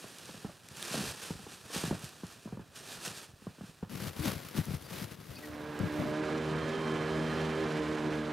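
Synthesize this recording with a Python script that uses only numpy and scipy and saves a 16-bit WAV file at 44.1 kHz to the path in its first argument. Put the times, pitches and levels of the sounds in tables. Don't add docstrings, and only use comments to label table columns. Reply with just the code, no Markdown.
import sys
import numpy as np
from scipy import signal
from scipy.fft import rfft, irfft
from scipy.io import wavfile
from scipy.ndimage import uniform_filter1d

SR = 44100
rng = np.random.default_rng(int(sys.argv[2]) if len(sys.argv) > 2 else 0)


def gain_from_db(level_db):
    decades = np.asarray(level_db, float) / 20
    return 10 ** decades


def int16_out(signal):
    q = np.round(np.clip(np.atleast_2d(signal).T, -1, 1) * 32767)
    wavfile.write(sys.argv[1], SR, q.astype(np.int16))


N = 366912
T = np.arange(N) / SR
HZ = np.maximum(np.arange(N // 2 + 1) * SR / N, 1)
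CUT_S, HANDLING_END_S = 3.895, 6.13


# frequency in Hz, level in dB.
YARD_COLOUR = [(24, -52), (40, -2), (147, 8), (296, -10.5), (527, -19.5), (869, -21.5), (1470, -20),
               (2140, -14), (2750, -18.5), (8900, -23.5), (11700, -25), (15800, -39.5)]
CLOSE_COLOUR = [(24, -48), (40, -15), (81, 6.5), (171, 6), (390, -9), (936, -22), (1230, -23.5),
                (4640, -32), (7660, -36), (12000, -31.5), (15800, -36.5)]
# frequency in Hz, difference in dB.
YARD_LEAN = [(60, -3), (180, 2), (550, -6.5), (1650, -1.5), (4970, -1.0), (15000, -1)]
CLOSE_LEAN = [(60, 2.7), (180, 5.4), (550, 15), (1650, 2), (4970, 0.84), (15000, 0.5)]
# frequency in Hz, likeness from 0 to 1.
YARD_ALIKE = [(60, 0.92), (180, 0.9), (550, 0.92), (1650, 0.98), (4970, 0.97), (15000, 0.86)]
CLOSE_ALIKE = [(60, 0.98), (180, 0.92), (550, 0.55), (1650, 1), (4970, 0.83), (15000, 0.45)]
# centre in Hz, width in Hz, change in dB.
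YARD_DIPS = [
    (960, 210, -2),
    (2122, 240, -10),
    (8800, 600, 3),
    (9900, 190, -3.5),
]
# peak in seconds, peak in dB, rise in seconds, fall in seconds (both over 26 dB).
YARD_PULLS = [(0.02, -59, .3, .9), (0.33, -58.5, 0.93, 0.53), (0.833, -51, 0.23, 0.74),
              (0.953, -44, 0.24, 0.27), (1.098, -47, .4, 0.1), (1.237, -49.5, 0.15, 0.3),
              (1.541, -56.5, 0.27, 0.098), (1.751, -44.5, 0.068, 0.38), (1.875, -52, 0.6, 0.04),
              (2.05, -53.5, 0.15, 0.14), (2.33, -59.5, .6, 0.1), (2.43, -64.5, .2, 0.22),
              (2.764, -52.5, .04, .13), (2.928, -49.5, 0.2, 0.14), (3.058, -43.5, .1, 0.11),
              (3.183, -51.5, 0.16, 0.14), (3.238, -56.5, .1, 0.06), (3.43, -68.5, 0.16, 0.54),
              (3.677, -65.5, .25, 0.24)]
CLOSE_PULLS = [(3.906, -55, 0.057, .5), (4.04, -49.5, 0.13, 0.16), (4.085, -51, 0.24, 0.034),
               (4.2, -56.5, 0.1, 0.33), (4.28, -44.5, 0.17, 0.21), (4.485, -58, 0.22, 0.047),
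               (4.575, -46, .05, 0.063), (4.744, -54.5, 1, .13), (4.824, -58.5, 0.054, 0.087),
               (4.95, -52, 0.12, 0.24), (5.045, -49.5, 0.37, 0.049), (5.123, -55, 0.091, 0.074),
               (5.253, -60, 0.14, 0.9), (5.463, -57.5, 0.25, 0.086), (5.792, -72, 0.099, 1),
               (6.011, -60, 0.59, .22)]
# crinkle at rest in dB, rustle at rest in dB, rustle over pull in
# dB, # slump and rumble at a middling pull in dB, share of the pull's swing in slump and in rumble (1 follows
YARD_LOAD = (-74, -70, 0.22, -57, -67.5, 0.83, -0.03)
CLOSE_LOAD = (-78, -66.5, 2, -61.5, -54.5, 1, 0.4)


def sacks(rows):
    yard_grains = grains(per_s=7000, spread_db=2.5, clump_db=1.5)
    close_grains = grains(per_s=6600, spread_db=1.5, clump_db=3.0)
    far = to_ports(*yard_grains, YARD_COLOUR, YARD_LEAN, YARD_ALIKE) * gain_from_db(dips(YARD_DIPS))
    near = to_ports(*close_grains, CLOSE_COLOUR, CLOSE_LEAN, CLOSE_ALIKE)
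    yard = handling(YARD_PULLS, YARD_LOAD, far, rows) * (T < CUT_S)
    close = handling(CLOSE_PULLS, CLOSE_LOAD, near, rows) * (T >= CUT_S)
    return yard + close


def handling(pulls, load, ports, rows):
    crinkle_rest, rustle_rest, rustle_rel, slump_db, rumble_db, slump_share, rumble_share = load
    middling_db, shake_db = -56, -23.5
    power = effort(pulls)
    crinkle = np.sqrt(power + gain_from_db(2 * crinkle_rest))
    rustle = np.sqrt(power * gain_from_db(2 * rustle_rel) + gain_from_db(2 * rustle_rest))
    swing_db = uniform_filter1d(20 * np.log10(rustle), size=SR // 12) - middling_db
    slump_power = gain_from_db(2 * (slump_db + slump_share * swing_db))
    slump = np.sqrt(slump_power + shaking(rows[:, 0], rows[:, 3] + shake_db))
    rumble_power = gain_from_db(2 * (rumble_db + rumble_share * swing_db))
    rumble = np.sqrt(rumble_power + shaking(rows[:, 0], rows[:, 1] + shake_db))
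    rumble = rumble * gain_from_db(4.2 * drift(26))
    film = crinkle * band(ports, 5000, 20000) + rustle * band(ports, 1200, 5000)
    return film + slump * band(ports, 400, 1200) + rumble * band(ports, 20, 400)


def grains(per_s, spread_db, clump_db):
    lumps = .5 * drift(25) + drift(90)
    clump = gain_from_db(clump_db * lumps)
    size = gain_from_db(spread_db * np.minimum(rng.exponential(1, (2, N)), 5))
    size = size * rng.choice([-1, 1], (2, N))
    clicks = size * (rng.random((2, N)) < per_s * clump / SR)
    return rms_one(clicks) + 0.56 * clump * rng.standard_normal((2, N))


def effort(pulls):
    squareness = 1.13
    power = 0
    for s, db, rise, fall in pulls:
        away = np.maximum((s - T) / rise, (T - s) / fall)
        power = power + gain_from_db(2 * db - 52 * away ** squareness)
    return power


def shaking(s, db):
    t60_s = 0.28
    kicks = np.full(N, 1e-18)
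    np.add.at(kicks, (s * SR).astype(int), gain_from_db(2 * db))
    return signal.lfilter([1], [1, -gain_from_db(-120 / (t60_s * SR))], kicks)


def dips(rows):
    return sum(depth_db * np.exp(-((HZ - hz) / width) ** 2) for hz, width, depth_db in rows)


# start in seconds, body in dB, knock in dB.
KNOCKS = [(0.042, -38, -35.5), (0.292, -41, -33.5), (0.344, -37.5, -42), (0.447, -24, -27.5),
          (0.495, -48, -38), (1.306, -23.5, -27.5), (1.393, -38.5, -36), (1.467, -40.5, -32.5),
          (1.654, -41, -42), (1.703, -47, -34), (1.747, -49, -29), (1.761, -26, -25.5), (1.838, -23.5, -22),
          (1.876, -31, -29), (1.911, -21, -19), (1.926, -25.5, -27.5), (1.948, -33, -43),
          (2.235, -27.5, -33), (2.475, -36, -35), (2.525, -27.5, -31), (2.573, -33, -34.5),
          (2.595, -33.5, -33), (3.074, -32.5, -36), (3.42, -44, -46), (3.469, -26.5, -32.5),
          (3.584, -43, -42), (3.61, -32, -36), (3.636, -34, -43), (3.828, -26.5, -28.5)]
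# start in seconds, body in dB, body pitch in Hz.
BUMPS = [(0.91, -34, 180), (1.07, -29, 134), (1.354, -33, 127), (2.038, -31.5, 127), (2.457, -29, 196),
         (3.337, -42, 81), (3.91, -44, 205), (3.945, -42, 171), (3.99, -37, 162), (4.016, -27, 192),
         (4.041, -35, 186), (4.067, -26, 153), (4.193, -22, 135), (4.255, -27, 221), (4.548, -28, 207),
         (4.571, -20.5, 165), (4.585, -17.5, 162), (4.667, -31, 199), (4.683, -22.5, 147),
         (4.707, -25.5, 176), (4.737, -22.5, 139), (4.913, -33, 174), (4.969, -35, 138), (5.015, -27, 187),
         (5.038, -32, 150), (5.114, -35, 177), (5.292, -32, 115), (5.8, -20, 172), (5.832, -18.5, 172),
         (5.99, -24, 189)]
# start in seconds, body in dB, change per touch in dB,
# body pitch in Hz, knock over body in dB.
TUMBLES = [
    (0.942, -26, -1.36, 226, 1),
    (4.27, -21, -2.5, 189, -12),
    (6.005, -27.5, -2, 264, 0),
]


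def contacts():
    touches, touch_s, settle = 8, .0155, .96
    rows = [(s, db, 172 - 2.0 * (db + 26.5), knock_db) for s, db, knock_db in KNOCKS]
    rows += [(s, db, hz, db - 16) for s, db, hz in BUMPS]
    lucks = rng.uniform(-1, 1, (len(TUMBLES), touches, 2))
    for (s, db, step_db, hz, knock_db), luck in zip(TUMBLES, lucks):
        for k, (late, hard) in enumerate(luck):
            start = s + touch_s * (k + 0.254 * late * (k > 0))
            touch_db = db + step_db * k
            rows.append((start, touch_db + 3.6 * hard, hz * settle ** k, touch_db + knock_db - 4 * hard))
    return np.array(rows)


# rise in seconds, time to fall 60 dB in seconds, deeper heave in dB.
SWING = [
    (.003, .05, -8),
    (.0065, .063, -4),
]


def thuds(rows):
    out, t = np.zeros((2, N)), T[:SR // 8]
    for (s, body_db, body_hz, knock_db), luck in zip(rows, rng.random((len(rows), 3))):
        turns = body_hz * (t + 0.0024 * (1 - np.exp(-t / 0.0015)))
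        rise, t60, heave_db = SWING[int(s > CUT_S)]
        body = (1 - np.exp(-t / rise)) * gain_from_db(-60 * t / t60) * np.sin(2 * np.pi * turns)
        heave = (1 - np.exp(-t / 0.015)) * gain_from_db(heave_db - 60 * t / 0.093)
        heave = heave * np.sin(2 * np.pi * 0.602 * turns)
        knock_hz = 370 + 280 * luck[0]
        ring = np.sin(2 * np.pi * knock_hz * t) + 0.52 * np.sin(2 * np.pi * 1.855 * knock_hz * t)
        tap = (1 - np.exp(-t / 0.00065)) * gain_from_db(-60 * t / 0.012) * ring
        second = np.interp(t - .0022 - 0.00209 * luck[1], t, tap, left=0)
        knock = tap + 0.55 * second
        lean_db = 7.0 if s > CUT_S else luck[2] - .6
        add(out, s - .0008, gain_from_db(body_db + 2.5) * (body + heave) - gain_from_db(knock_db + 1.5) * knock, lean_db)
    return out


# start in seconds, peak in dB.
SNAPS = [(0.1855, -34), (0.2566, -35), (0.328, -46), (0.6875, -34), (0.7706, -32), (0.827, -23),
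         (0.881, -34), (1.1614, -36), (1.288, -36), (1.748, -26.5), (1.9938, -40), (2.044, -29),
         (2.05, -36), (2.0916, -35.5), (2.268, -40), (2.7885, -38), (3.0507, -34), (3.0793, -27.5),
         (4.281, -27), (4.4698, -49), (4.487, -34), (4.5765, -36), (4.6552, -35), (4.7697, -41),
         (4.824, -41), (5.7913, -38)]


def snaps():
    out, t = np.zeros((2, N)), T[:SR // 100]
    for (s, peak_db), noise in zip(SNAPS, rng.standard_normal((len(SNAPS), len(t)))):
        top_hz = 15000 if s > CUT_S else 10000
        bright = signal.butter(2, [2000, top_hz], "band", fs=SR, output="sos")
        add(out, s - .0003, gain_from_db(peak_db) * signal.sosfilt(bright, noise * gain_from_db(-60 * t / .006)), -.4)
    return out


# start in seconds, pitch in Hz, half-width in Hz, level in dB,
# time to fall 60 dB in seconds.
SQUEAKS = [
    (5.35, 4650, 300, -39, .1),
    (5.362, 2560, 50, -39, .07),
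    (5.422, 1910, 45, -39, .13),
    (4.83, 4700, 50, -46, .14),
]


def squeaks():
    out, t = np.zeros((2, N)), T[:SR // 10]
    noises = rng.standard_normal((len(SQUEAKS), len(t)))
    for (s, hz, half_hz, level_db, t60), noise in zip(SQUEAKS, noises):
        narrow = signal.butter(2, [hz - half_hz, hz + half_hz], "band", fs=SR, output="sos")
        rough = rms_one(signal.sosfilt(narrow, noise))
        swell = (1 - np.exp(-t / .012)) ** 2 * gain_from_db(-60 * t / t60)
        add(out, s, gain_from_db(level_db) * swell * rough, 1.5)
    return out


# time in seconds, pitch in Hz, level in dB.
DRAG = [
    (3.895, 199.8, -49),
    (3.98, 183, -43),
    (4.01, 180.8, -63),
    (4.19, 200.7, -68),
    (4.21, 270, -41),
    (4.235, 335, -40),
    (4.265, 270, -38),
    (4.29, 243, -75),
]


def drag():
    hz, level_db = in_time(DRAG)
    turns = np.cumsum(hz * (1 + 0.036 * drift(58))) / SR
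    hum = gain_from_db(level_db + 1.9 * drift(50)) * np.sin(2 * np.pi * turns)
    return hum * (T >= CUT_S) * gain_from_db([[4], [-4.5]])


# time in seconds, level in dB.
ROAR = [
    (5.3, -66),
    (5.55, -50.5),
    (5.9, -44),
    (6.3, -41.5),
    (7.4, -39.5),
    (8.32, -42.5),
]
# time in seconds, crank turns per second.
CRANK = [
    (5.9, 74.9),
    (6.3, 76.9),
    (6.6, 78.4),
    (6.82, 78.9),
    (7.12, 77.5),
    (7.31, 78.6),
    (7.61, 78.3),
    (7.77, 76.8),
    (8.3, 76.1),
]
CLEAN_ORDERS = (2, 3, 4, 5, 6, 8)
# level over the roar in dB,
# best speed in turns per second, loss in dB per squared turn per second.
ORDER_TUNING = [
    (-0.6, 78.9, 0.45),
    (-3.5, 78, 0.5),
    (3, 75.37, 0.83),
    (-1.5, 78.5, 0.6),
    (-2.5, 75.8, 0.5),
    (-5.5, 75, 0.6),
]
# multiple of the crank rate, level over the roar in dB,
# wobble in Hz.
ROUGH_ORDERS = [(1.0, -11, 6), (7.05, -9, 14), (9.05, -16, 6), (10.05, -15, 4), (11.2, -18, 8),
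                (12.4, -14, 5), (13.35, -13, 3), (14.1, -16, 4), (15.85, -14, 5), (20.2, -17, 8),
                (21.75, -12, 8), (30.0, -21, 20), (46.5, -27, 8), (52.8, -23, 25)]
# frequency in Hz, level in dB.
ROAR_COLOUR = [(24, -52), (40, -14), (101, -6.5), (143, -3.5), (268, -0.5), (311, -6.5), (344, -5),
               (380, -3.5), (612, -7), (676, -9.5), (1710, -10.5), (1930, -13.5), (8260, -34),
               (12600, -43.5), (15800, -58)]
# frequency in Hz, difference in dB.
ENGINE_LEAN = [(60, 1), (180, 1.5), (550, -5.5), (1650, -4.0), (4970, -4.0), (15000, -3.5)]
# frequency in Hz, likeness from 0 to 1.
ENGINE_ALIKE = [(60, 0.86), (240, 0.95), (950, 0.96), (3770, 1), (15000, 0.96)]


def engine():
    (roar_db,), (speed,) = in_time(ROAR), in_time(CRANK)
    crank = 2 * np.pi * np.cumsum(speed + 0.26 * drift(8.2)) / SR
    sound = clean_orders(crank, speed, roar_db) + rough_orders(crank, roar_db)
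    sound = sound + gear_whine(speed, roar_db) + exhaust_roar(crank, roar_db)
    return sound * np.clip((T - 5.2) / 0.26, 0, 1)


def clean_orders(crank, speed, roar_db):
    tones = np.zeros((2, N))
    for k, (rel_db, best, loss_db) in zip(CLEAN_ORDERS, ORDER_TUNING):
        level_db = roar_db + rel_db - loss_db * (speed - best) ** 2
        wave = np.sin(k * crank + 1.5 * drift(1.5))
        tones += np.sqrt(2) * gain_from_db(level_db + 2.5 * drift(7)) * wave * order_lean(k)
    return tones


def rough_orders(crank, roar_db):
    tones = np.zeros((2, N))
    for k, rel_db, wobble_hz in ROUGH_ORDERS:
        wave = (1 + .7 * drift(wobble_hz)) * np.sin(k * crank) + .7 * drift(wobble_hz) * np.cos(k * crank)
        tones += gain_from_db(roar_db + rel_db - 2) * wave * order_lean(k)
    return tones


def order_lean(k):
    return gain_from_db(at_hz(ENGINE_LEAN, k * 77) / 2 * np.array([[1], [-1]]))


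def gear_whine(speed, roar_db):
    whine_db = roar_db - 16 + 4.5 * (speed - 78)
    turns = np.cumsum(39.85 * speed + 15 * drift(30)) / SR
    return gain_from_db(whine_db + 2.2 * drift(25)) * np.sin(2 * np.pi * turns) * gain_from_db([[-2], [2]])


def exhaust_roar(crank, roar_db):
    firing = 1 + 0.1 * np.cos(2 * crank)
    ports = to_ports(*rng.standard_normal((2, N)), ROAR_COLOUR, ENGINE_LEAN, ENGINE_ALIKE)
    growl = gain_from_db(-4.0 + 1.8 * drift(11)) * band(ports, 20, 495)
    roar = gain_from_db(-3.5 + 1.0 * drift(31)) * band(ports, 676, 2630)
    hiss = gain_from_db(-12.5 + 1.3 * drift(38)) * band(ports, 3290, 20000)
    return gain_from_db(roar_db) * firing * (growl + roar + hiss)


def mic_hiss():
    return gain_from_db(-71) * np.diff(rng.standard_normal(N + 1)) / 2


def rms_one(x):
    return x / np.sqrt(np.mean(x ** 2) + 1e-20)


def in_time(rows):
    s, *columns = np.transpose(rows)
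    return [np.interp(T, s, c) for c in columns]


def at_hz(points, hz):
    point_hz, value = np.array(points).T
    return np.interp(np.log(hz), np.log(point_hz), value)


def drift(rate_hz):
    r = np.exp(-32 * np.pi * min(rate_hz, 400) / SR)
    noise = rng.standard_normal(N // 16 + 2002)
    slow = signal.lfilter([1], [1, -2 * r, r * r], noise)[2000:]
    return np.interp(np.arange(N) / 16, np.arange(len(slow)), rms_one(slow))


def to_ports(mid, side, colour, lean, alike):
    c = np.clip(at_hz(alike, HZ), 0, 1)
    shared = rfft(mid) * np.sqrt(1 + c)
    unshared = rfft(side) * np.sqrt(1 - c)
    half_db = at_hz(lean, HZ) / 2
    left = (shared + unshared) * gain_from_db(half_db)
    right = (shared - unshared) * gain_from_db(-half_db)
    return gain_from_db(at_hz(colour, HZ)) * np.array([left, right])


def band(spectra, low_hz, high_hz):
    edges = np.sqrt((1 + (low_hz / HZ) ** 6) * (1 + (HZ / high_hz) ** 6))
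    x = irfft(spectra / edges, N)
    return x / np.std(x.mean(axis=0))


def add(out, s, shape, lean_db):
    i = round(s * SR)
    out[:, i:i + len(shape)] += shape * gain_from_db([[lean_db / 2], [-lean_db / 2]])


def scene():
    rows = contacts()
    handled = (sacks(rows) + mic_hiss()) * (T < HANDLING_END_S)
    return handled + thuds(rows) + snaps() + squeaks() + drag() + engine()


def roll_off(x):
    return signal.sosfilt(signal.butter(12, 15810, fs=SR, output="sos"), x)


def record(dry):
    mid = rfft(dry[0] + dry[1]) / 2
    side = rfft(dry[0] - dry[1]) / 2 * (HZ < 11700)
    merged = irfft(np.array([mid + side, mid - side]) * (HZ < 15800), N)
    bass_cut = signal.butter(2, 40, "high", fs=SR, output="sos")
    return roll_off(signal.sosfilt(bass_cut, merged))


dry = scene()
out = record(dry)
int16_out(out)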